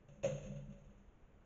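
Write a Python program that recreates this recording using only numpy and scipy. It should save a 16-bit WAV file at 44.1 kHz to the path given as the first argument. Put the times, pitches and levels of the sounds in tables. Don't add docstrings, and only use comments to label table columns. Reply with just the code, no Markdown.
import sys
import numpy as np
from scipy import signal
from scipy.io import wavfile

SR = 44100
rng = np.random.default_rng(int(sys.argv[2]) if len(sys.argv) > 2 else 0)


def master(y):
    cut = np.clip(np.atleast_2d(y).T, -1, 1)
    pcm = np.round(cut * 32767)
    wavfile.write(sys.argv[1], SR, pcm.astype(np.int16))


N = 63945
T = np.arange(N) / SR
HZ = np.fft.rfftfreq(N, 1 / SR)

# (time [s], mesh jangle gain [dB], mesh sizzle gain [dB], door plate gain [dB])
KNOCKS = [(.084, -72.5, -74, -65.5), (.1214, -83, -76.5, -71), (.158, -85, -79.5, -66.5),
          (.231, -51, -52, -66), (.2347, -57.5, -56.5, -42.5), (.2408, -53, -53.5, -68.5),
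          (.2438, -51, -56.5, -31), (.2566, -60, -54.5, -34), (.2658, -69, -60, -39.5),
          (.2696, -67, -64.5, -37.5), (.2857, -68.5, -68, -49), (.308, -60, -72.5, -71.5),
          (.3151, -67, -68.5, -52), (.3757, -69, -65, -52), (.4278, -63.5, -65.5, -56.5),
          (.4569, -66, -66.5, -58.5), (.518, -73, -81.5, -52), (.5584, -67.5, -73, -65),
          (.70, -74.5, -78.5, -72), (.7213, -73, -76.5, -64), (.78, -80.5, -78, -67),
          (.84, -78.5, -78.5, -76), (.90, -79.5, -83, -69.5), (.975, -80, -79.5, -74)]


def amp(db):
    return 10 ** (np.asarray(db) / 20)


def add(mix, start_s, sound):
    part = mix[round(start_s * SR):]
    part += sound[:len(part)]


def noise(gain):
    spectrum = rng.standard_normal(len(HZ)) + 1j * rng.standard_normal(len(HZ))
    shaped = np.fft.irfft(gain * spectrum, N)
    return shaped / shaped.std()


def colour(points):
    hz, db = np.transpose(points)
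    return amp(np.interp(np.log(HZ + 1), np.log(hz), db))


def band(hz, width_hz):
    return 1 / (1 + ((HZ - hz) / width_hz * 2) ** 2)


def fade(t60_s):
    return np.exp(-np.log(1000) * T / t60_s)


def rise(tau_s):
    return 1 - np.exp(-T / tau_s)


def ring(modes):
    return sum(amp(db) * fade(t60_s) * np.sin(2 * np.pi * hz * T) for hz, db, t60_s in modes)


def garden():
    # (frequency [Hz], relative density [dB])
    night_spectrum = [(20, -1), (43, -4), (75, -5), (105, -4), (200, -8.5), (270, -14.5), (400, -14),
                      (530, -15.5), (700, -19.5), (1000, -23.5), (1500, -25.5), (2100, -30), (2700, -32),
                      (3500, -38.5), (4200, -48.5), (5000, -53), (5700, -47), (6500, -41), (7200, -41.5)]
    # (time [s], level [dB])
    rumble_levels = [(0, -74.5), (.22, -65), (.32, -62), (.46, -59), (.6, -60), (.9, -67), (1.45, -72.5)]
    night_db, night_top_hz = -65.5, 7300
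    rumble_db = np.interp(T, *np.transpose(rumble_levels))
    rumble = amp(rumble_db) * noise(band(hz=38, width_hz=7.5))
    night = amp(night_db) * noise(colour(night_spectrum) * (HZ < night_top_hz))
    return night + rumble


def dull_bumps():
    # (centre time [s], peak level [dB], frequency [Hz])
    bumps = [(0.243, -52.5, 74), (0.446, -51.5, 84.5), (.703, -55, 55), (0.769, -59, 50.3),
             (0.873, -54.5, 55), (1.085, -52.5, 47.4), (1.245, -53.5, 35)]
    half_width_s = 0.014
    out = np.zeros(N)
    for centre_s, db, hz in bumps:
        offset_s = T - centre_s
        out += amp(db) * np.exp(-(offset_s / half_width_s) ** 2) * np.cos(2 * np.pi * hz * offset_s)
    return out


def frame_thuds():
    # (time [s], gain [dB], centre frequency [Hz])
    pushes = [(0.084, -58, 151.7), (0.1208, -58, 212), (0.1736, -54.5, 204), (0.2385, -31.5, 92.8),
              (.251, -42.5, 200), (0.3146, -43, 155), (.4036, -51.5, 143), (0.4554, -43, 231),
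              (0.4908, -45, 173), (0.5536, -47.5, 161.3), (0.6114, -49, 181.7), (0.6791, -45.5, 194.4),
              (.731, -50, 214), (.805, -61, 146.6), (0.8773, -55, 228), (.9765, -56.5, 244)]
    # (frequency [Hz], relative level [dB], t60 [s])
    modes = [(100.4, -19, 0.45), (118.6, -3, 0.22), (142.15, 8, 0.29), (146, -15.5, 0.25),
             (201.6, 2.4, 0.29), (232, -12, 0.15)]
    spread_octaves = 0.46
    mode_hz = np.array(modes)[:, 0]
    tones = np.array([ring([mode]) for mode in modes]) * rise(tau_s=0.0092)
    out = np.zeros(N)
    for start_s, db, centre_hz in pushes:
        shares = np.exp(-(np.log2(mode_hz / centre_hz) / spread_octaves) ** 2)
        add(out, start_s, amp(db) * (shares @ tones))
    return out


def wire_mesh():
    # (frequency [Hz], relative density [dB])
    mesh_spectrum = [(60, -13), (250, 5), (400, 9.5), (600, 1), (760, -2), (1100, -2.5), (1800, -4.5),
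                     (2300, -5.5), (2680, 3.5), (3000, -3.5), (3600, -7.5), (4300, -15.5), (4800, -31),
                     (5200, -34.5), (5550, -13), (5850, -14.5), (6100, -4), (6500, 3), (6750, -2.5),
                     (7250, -3.5), (7450, -36), (7700, -58), (8500, -58), (8740, -28), (9000, -35)]
    # (frequency [Hz], relative level [dB], t60 [s])
    wire_modes = [(1185, -17.5, 0.33), (1437, -13, .4), (2047, -13.5, 0.62), (2585, -6, 0.36),
                  (2717, -3.5, 0.25), (3134, -14, 0.6), (3488, -11.5, .4), (5590, -14, 0.25),
                  (6150, -11.5, 0.28), (6570, -10.5, 0.12), (6525, -7, 0.59)]
    sizzle_above_hz, max_detune_hz = 4900, 14
    wire_gain_db, tail_db = -4.5, -9
    envelope = rise(tau_s=0.0022) * (fade(t60_s=0.17) + amp(tail_db) * fade(t60_s=0.96))
    tones = np.array([amp(db) * fade(t60_s) * np.exp(2j * np.pi * hz * T)
                      for hz, db, t60_s in wire_modes])
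    is_thin = np.array(wire_modes)[:, 0] > sizzle_above_hz
    wires, jangle_power, sizzle_power = np.zeros((3, N))
    for start_s, jangle_db, sizzle_db, _ in KNOCKS:
        add(jangle_power, start_s, (amp(jangle_db) * envelope) ** 2)
        add(sizzle_power, start_s, (amp(sizzle_db) * envelope) ** 2)
        detune_hz = max_detune_hz * rng.uniform(-1, 1)
        signs = np.sign(rng.uniform(-1, 1, len(wire_modes)))
        shares = signs * amp(np.where(is_thin, sizzle_db, jangle_db) + wire_gain_db)
        detuned = (shares @ tones) * np.exp(2j * np.pi * detune_hz * T)
        add(wires, start_s, detuned.imag)
    dense = noise(colour(mesh_spectrum))
    sizzle = np.fft.irfft(np.fft.rfft(dense) * (HZ > sizzle_above_hz), N)
    jangle = dense - sizzle
    return np.sqrt(jangle_power) * jangle + np.sqrt(sizzle_power) * sizzle + wires


def door():
    # (frequency [Hz], relative level [dB], t60 [s])
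    plate_modes = [(369, -19, 0.34), (412, -24, 0.31), (452, -20.5, 0.14), (514.5, -5.5, .49),
                   (546, -6, 0.19), (566.4, 3, 0.25), (580.3, -7, 0.11), (600, -13.5, 0.092),
                   (630, -20.5, .19), (696, -24, .27), (870.6, -28, .18)]
    chatter_gain_db, dull_band_db = -18.5, -15
    boom = ring(plate_modes) * rise(tau_s=0.003)
    chatter_envelope = rise(tau_s=0.08) * fade(t60_s=1)
    booms, chatter_power = np.zeros((2, N))
    for start_s, _, _, plate_db in KNOCKS:
        add(booms, start_s, amp(plate_db) * boom)
        add(chatter_power, start_s, (amp(plate_db + chatter_gain_db) * chatter_envelope) ** 2)
    chatter = noise(band(hz=550, width_hz=110) + amp(dull_band_db) * band(hz=370, width_hz=73))
    return booms + np.sqrt(chatter_power) * chatter


def scene():
    return (door() + wire_mesh() + frame_thuds() + dull_bumps() + garden())[None]


def record(dry):
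    cutoff_hz = 9000
    taps = signal.firwin(601, cutoff_hz, window=("kaiser", 8), fs=SR)
    return signal.oaconvolve(dry, taps[None], "same")


dry = scene()
out = record(dry)
master(out)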